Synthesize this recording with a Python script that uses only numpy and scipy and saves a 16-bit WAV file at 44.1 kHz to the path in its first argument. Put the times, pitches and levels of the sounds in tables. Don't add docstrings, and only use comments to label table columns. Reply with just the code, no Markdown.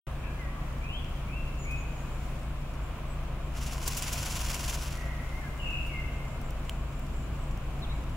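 import sys
import numpy as np
from scipy import signal
from scipy.fft import rfft, irfft, next_fast_len
from scipy.io import wavfile
from scipy.ndimage import uniform_filter1d, map_coordinates

SR = 44100
rng = np.random.default_rng(int(sys.argv[2]) if len(sys.argv) > 2 else 0)


def materialize(psi):
    bounded = np.clip(np.atleast_2d(psi).T, -1, 1)
    quanta = np.round(bounded * 32767).astype(np.int16)
    wavfile.write(sys.argv[1], SR, quanta)


N = 359856

# frequency_hz, relative_db
RUMBLE_SPECTRUM = [(5, -28.5), (17, -1), (35, 0), (60, -1.5), (100, -7), (160, -12), (250, -15.5),
                   (400, -23.5), (800, -42.5), (2000, -65.5)]
AIR_SPECTRUM = [(150, -13.5), (420, -3.5), (650, 2.5), (860, -3.5), (1020, 0.5), (1400, -4), (1900, -11),
                (2400, -8), (3000, -12.5), (4000, -22.5), (6000, -44), (15000, -69)]
TREETOP_SPECTRUM = [(100, -24), (280, -2), (600, -16), (1300, -12.5), (2600, -6), (4000, -15),
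                    (8000, -56)]
# multiple_of_shaft_rate, level_db
MOTOR_HARMONICS = [(1, -40.5), (2, -39), (3, -52), (5, -44), (6, -56), (8, -64), (9, -61.5), (12, -63),
                   (17, -76), (19, -64.5)]
# frequency_hz, t60_s
GROVE_DECAY = [(500, 3.1), (2500, 1.28), (7000, 0.71), (14000, 0.11)]
# start_s, length_s, from_hz, to_hz, bend_exponent, level_db, direct_path_db
BIRD_WHISTLES = [(0.231, 0.083, 1786, 1590, 1.7, -55, -4), (.386, 0.084, 2127, 1885, 1.5, -52, -1),
                 (.45, 0.2, 1150, 1158, 1, -58, -12), (0.811, 0.1, 2260, 2734, 1.26, -51, 2.5),
                 (.886, 0.11, 2704, 3460, 1.03, -50.5, 6.5), (1.267, 0.17, 2250, 2740, 2.8, -51.5, 1),
                 (1.644, .15, 2153, 2545, 3.2, -48.5, -1), (5.322, 0.047, 2040, 2125, 1.9, -47.5, -4),
                 (5.414, 0.093, 1800, 1580, 1.23, -56, 5), (5.587, 0.056, 2950, 2600, 1, -44, -6),
                 (5.891, 0.13, 2340, 2074, 2.68, -46.5, -10), (7.819, .037, 4190, 3060, 0.76, -58, 11),
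                 (7.891, .04, 3590, 4030, 1, -63, 12), (7.909, .042, 2160, 2314, 1.4, -59, 4)]
# start_s, length_s, pitch_hz, level_db, pan_left_db
BIRD_TRILLS = [(0.222, 0.052, 2495, -53, 4), (4.921, 0.31, 2036, -51.5, 0), (5.634, 0.19, 2720, -41, 1.5)]
# start_s, from_hz, to_hz, level_db
BIRD_PEEPS = [(1.588, 7150, 6720, -54), (1.77, 6750, 6680, -62), (1.956, 6700, 6740, -66),
              (2.4, 8300, 8220, -72), (2.825, 7800, 7150, -71), (3.08, 7700, 8100, -67.5),
              (7.39, 7600, 8250, -69)]
# centre_s, level_db, half_width_s
TWITTER_BOUTS = [(2.15, -68, 0.15), (5.7, -70, 0.22), (7, -68, 0.48)]
# frequency_hz, relative_db
TWITTER_SPECTRUM = [(5500, -43), (6900, -10), (7200, 0.5), (7550, -4), (8200, -15), (9500, -45)]
# start_s, level_db, length_s
QUILL_SLIPS = [(1.704, -54.5, .045), (3.8755, -25.5, 0.014), (3.964, -34, .04), (4.023, -28, .0035),
               (4.122, -35.5, 0.037), (5.576, -52, 0.0034), (5.856, -57, 0.055), (6.413, -51, 0.009),
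               (6.505, -46, .006), (6.994, -48, .004), (7.574, -51, 0.0053)]
# start_s, level_db, pitch_hz, t60_s
SHAFT_CRACKS = [(6.6952, -21.5, 3030, 0.0067)]
# centre_s, level_db, half_width_s
TRAIN_RUSTLES = [(2.24, -62, 0.079), (5.4, -64, 0.55)]
# frequency_hz, relative_db
HISS_SPECTRUM = [(2000, -7), (4500, 2), (6400, 2), (7300, 0.5), (8600, -1.5), (10100, 1), (11200, -5.5),
                 (13000, -1), (14000, -4.5), (15500, -0.5)]
VANE_SPECTRUM = [(600, -26), (1800, -8), (2800, -0.5), (3800, -6.5), (5600, 0.5), (6500, -1.5),
                 (7400, -0.5), (8500, -11), (9300, -10), (10200, -3), (11200, -10.5), (12500, -8.5),
                 (14200, -18), (15200, -12), (15900, -13.5)]
SHAFT_SPECTRUM = [(150, -25), (400, -14), (700, 1), (850, -4), (1000, 4.5), (1200, -5.5), (1450, 0.5),
                  (1750, -7.5), (2700, -3), (4500, -16.5), (9000, -48)]
SLIP_SPECTRUM = [(500, -1.5), (2500, -10.5), (6200, 2.5), (8600, -1), (10300, -1), (12600, -3.5),
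                 (14100, -5), (15400, 3), (17000, -29)]
# frequency_hz, side_db
FAN_SIDE_LEVELS = [(1500, -6), (3500, -3), (5300, -14), (7400, -4.5), (8800, 0), (10300, -7), (14100, 1),
                   (15200, -6)]
# start_s, hold_s, level_db
SHAKE_BOUTS = [(3.503, .03, -46.5), (3.76, 0.73, -41)]


def amp(db):
    return 10 ** (np.asarray(db) / 20)


def unit(x):
    return x / np.sqrt(np.mean(x ** 2) + 1e-20)


def along(points, hz):
    frequencies, values = np.transpose(points)
    return np.interp(np.log(hz + 1), np.log(frequencies + 1), values)


def clock():
    return np.arange(N) / SR


def wobble(rate_hz):
    knots = rng.standard_normal(int(N * rate_hz / SR) + 4)
    grid = np.arange(0, N, 64)
    return np.interp(np.arange(N), grid, map_coordinates(knots, [grid * rate_hz / SR]))


def swells(rows, base_db):
    t = clock()
    power = sum(amp(db) ** 2 * np.exp(-.5 * ((t - s) / half_s) ** 2) for s, db, half_s in rows)
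    return np.sqrt(amp(base_db) ** 2 + power)


def add(track, start_s, sound):
    part = track[..., round(start_s * SR):][..., :sound.shape[-1]]
    part += sound[..., :part.shape[-1]]


def coloured(x, spectrum, size=4096):
    gain = amp(along(spectrum, np.fft.rfftfreq(size, 1 / SR)))
    cepstrum = irfft(np.log(gain))
    cepstrum[1:size // 2] *= 2
    cepstrum[size // 2 + 1:] = 0
    pulse = irfft(np.exp(rfft(cepstrum)))
    return signal.fftconvolve(x, pulse[None] / np.linalg.norm(pulse), axes=1)[:, :N]


def panned(x, left_db):
    return x * amp([[left_db / 2], [-left_db / 2]])


def spread(pair, side_db):
    mid, side = pair[0], pair[1] * amp(side_db)
    return np.array([mid + side, mid - side])


def widened(pair, width):
    side_gain = amp(along(width, np.fft.rfftfreq(N, 1 / SR)))
    side = irfft(rfft(pair[1]) * side_gain, N)
    return spread([pair[0], side], side_db=0)


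def rush(spectrum, side_db):
    return coloured(spread(rng.standard_normal((2, N)), side_db), spectrum)


def outdoors(sway_db=.55):
    rumble_db = np.interp(clock(), [6, 7.2], [-39, -37])
    rumble = amp(rumble_db + sway_db * wobble(2.495)) * rush(RUMBLE_SPECTRUM, side_db=-20)
    air = amp(-48 + sway_db * wobble(5)) * rush(AIR_SPECTRUM, side_db=-8)
    antiphase = amp(-57) * rng.standard_normal(N) * np.array([[1], [-1]])
    treetops = coloured(antiphase, TREETOP_SPECTRUM)
    return rumble + air + treetops


def motor(shaft_hz=27.87, drift=0.002966, flutter_db=-0.3, throb_depth=0.37):
    turns = np.cumsum(shaft_hz * (1 + drift * wobble(1.5))) / SR
    throb = 1 + throb_depth * np.sin(2 * np.pi * turns / 4)
    drone = np.zeros(N)
    for order, db in MOTOR_HARMONICS:
        harmonic = np.sqrt(2) * np.sin(2 * np.pi * (order * turns + rng.random()))
        gain = amp(db + flutter_db * wobble(2.1))
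        drone += gain * (throb if order > 2 else 1) * harmonic
    return drone


def note(length_s, from_hz, to_hz, bend=1, warble=0, warble_hz=31, waver=0.0089):
    progress = np.clip(np.arange(SR) / SR / length_s, 0, 1)
    trill_hz = warble_hz * (1 + .2 * wobble(20.4)[:SR])
    trill = np.sin(2 * np.pi * np.cumsum(trill_hz) / SR)
    glide_hz = to_hz + (from_hz - to_hz) * (1 - progress) ** bend
    pitch_hz = glide_hz * (1 + waver * wobble(159)[:SR] + warble * trill)
    envelope = np.abs(np.sin(np.pi * progress)) ** 0.31
    return np.sqrt(2) * envelope * np.sin(2 * np.pi * np.cumsum(pitch_hz) / SR)


def among_trees(x, direct_db, echo_db, trunks_db):
    hz, t, noise = signal.stft(rng.standard_normal((2, SR)), SR, nperseg=256)
    fade_db = trunks_db * np.exp(-t / 0.014) - 60 * t / along(GROVE_DECAY, hz)[:, None]
    tail = signal.istft(noise * amp(fade_db), SR, nperseg=256)[1]
    echo = signal.fftconvolve(x[None], tail / np.linalg.norm(tail[0]), axes=1)[:, :len(x)]
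    direct = np.array([x, np.roll(x, 5)])
    return amp(direct_db) * direct + amp(echo_db) * echo


def birds(peep_s=.065, flicker_db=3):
    song = np.zeros((2, N))
    for start_s, length_s, from_hz, to_hz, bend, db, direct_db in BIRD_WHISTLES:
        tone = note(length_s, from_hz, to_hz, bend)
        whistle = among_trees(tone, direct_db, echo_db=2.5, trunks_db=6.5)
        add(song, start_s, amp(db) * panned(whistle, left_db=0.2))
    for start_s, length_s, hz, db, left_db in BIRD_TRILLS:
        tone = note(length_s, hz, hz, warble=0.061, waver=0.014)
        trill = among_trees(tone, direct_db=-5, echo_db=2.5, trunks_db=9)
        add(song, start_s, amp(db) * panned(trill, left_db))
    for start_s, from_hz, to_hz, db in BIRD_PEEPS:
        tone = note(peep_s, from_hz, to_hz, bend=1.5)
        peep = among_trees(tone, direct_db=1.5, echo_db=2, trunks_db=5)
        add(song, start_s, amp(db) * panned(peep, left_db=2))
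    twitter_gain = swells(TWITTER_BOUTS, base_db=-76.5) * amp(flicker_db * wobble(20))
    return song + twitter_gain * rush(TWITTER_SPECTRUM, side_db=1)


def scuffs(per_second, t60_s):
    energy = (rng.random((2, N)) < per_second / SR) * rng.exponential(size=(2, N))
    decay = amp(-60 * np.arange(SR // 20) / SR / t60_s) ** 2
    power = np.abs(signal.fftconvolve(energy, decay[None], axes=1)[:, :N])
    return unit(np.sqrt(power) * rng.standard_normal((2, N)))


def slip(t, db, length_s, rise_share=0.24, fall_db=22):
    progress = t / length_s
    envelope = np.minimum(progress / rise_share, amp(-fall_db * (progress - rise_share)))
    return envelope * amp(db) * rng.standard_normal((2, len(t)))


def quills():
    slips, ring = np.zeros((2, N)), np.zeros(N)
    t = np.arange(SR // 10) / SR
    for start_s, db, length_s in QUILL_SLIPS:
        add(slips, start_s, slip(t, db, length_s))
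    for start_s, db, hz, t60_s in SHAFT_CRACKS:
        add(slips, start_s, slip(t, db - 14, length_s=.003))
        add(ring, start_s, amp(db - 60 * t / t60_s) * np.sin(2 * np.pi * hz * t))
    ticks = coloured(spread(slips, side_db=-7), SLIP_SPECTRUM)
    idle = amp(-74) * scuffs(per_second=7.9, t60_s=0.043)
    return ticks + ring + coloured(spread(idle, side_db=-3), VANE_SPECTRUM)


def train_rustle():
    gain = swells(TRAIN_RUSTLES, base_db=-62.5) * amp(0.56 * wobble(8))
    return gain * rush(HISS_SPECTRUM, side_db=1)


def effort(attack_s=0.14, release_s=0.44, settle_s=0.23, settle_db=-16):
    t = clock()
    drive = np.zeros(N)
    for start_s, hold_s, db in SHAKE_BOUTS:
        rise = (t - start_s) / attack_s
        fall = 1 - (t - start_s - attack_s - hold_s) / release_s
        drive = np.maximum(drive, amp(db) * np.clip(np.minimum(rise, fall), 0, 1))
    step = 1 / (settle_s * SR)
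    lingering = signal.lfilter([step], [1, step - 1], drive)
    return np.hypot(drive, amp(settle_db) * lingering)


def swings(first_s=3.574, slow_hz=19.7, fast_hz=21.5, count=32,
           half_width_s=0.01, jitter_s=0.0029, scatter_db=2):
    t = clock()
    swing_hz = np.interp(t, [4.1, 4.18], [slow_hz, fast_hz])
    cycles = np.cumsum(swing_hz) / SR
    beats_s = np.interp(np.arange(count), cycles - np.interp(first_s, t, cycles), t)
    pulses = [(s + jitter_s * late, scatter_db * hard, half_width_s)
              for s, (late, hard) in zip(beats_s, rng.standard_normal((count, 2)))]
    pressure = swells(pulses, base_db=-7)
    return pressure / np.sqrt(uniform_filter1d(pressure ** 2, size=SR // 5))


def contacts(per_second, scatter_db=0.5):
    hits = rng.random((2, N)) < per_second / SR
    return unit(hits * rng.standard_normal((2, N)) * amp(scatter_db * rng.standard_normal((2, N))))


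def train_shiver(uneven_db=1.3):
    drive = effort()
    pressure = swings() * amp(uneven_db * wobble(220))
    barbs = contacts(per_second=12000)
    rattle = amp(-6) * scuffs(per_second=600, t60_s=0.0078)
    swish = widened(barbs + rattle, FAN_SIDE_LEVELS) * pressure * drive
    knock_gain = amp(-45) * pressure ** 0.59 * (drive / drive.max()) ** 0.55
    clatter = spread(contacts(per_second=1800), side_db=-17) * knock_gain
    return coloured(swish, VANE_SPECTRUM) + coloured(clatter, SHAFT_SPECTRUM)


def scene():
    peacock = panned(train_shiver() + quills(), left_db=-0.2)
    return panned(peacock + birds() + motor() + outdoors() + train_rustle(), left_db=0.92)


def record(dry, start_s=.068, cutoff_hz=15780):
    size = next_fast_len(N + SR // 2)
    spectrum = rfft(dry * (clock() > start_s), size)
    passband = np.fft.rfftfreq(size, 1 / SR) < cutoff_hz
    return irfft(spectrum * passband, size)[:, :N]


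dry = scene()
out = record(dry)
materialize(out)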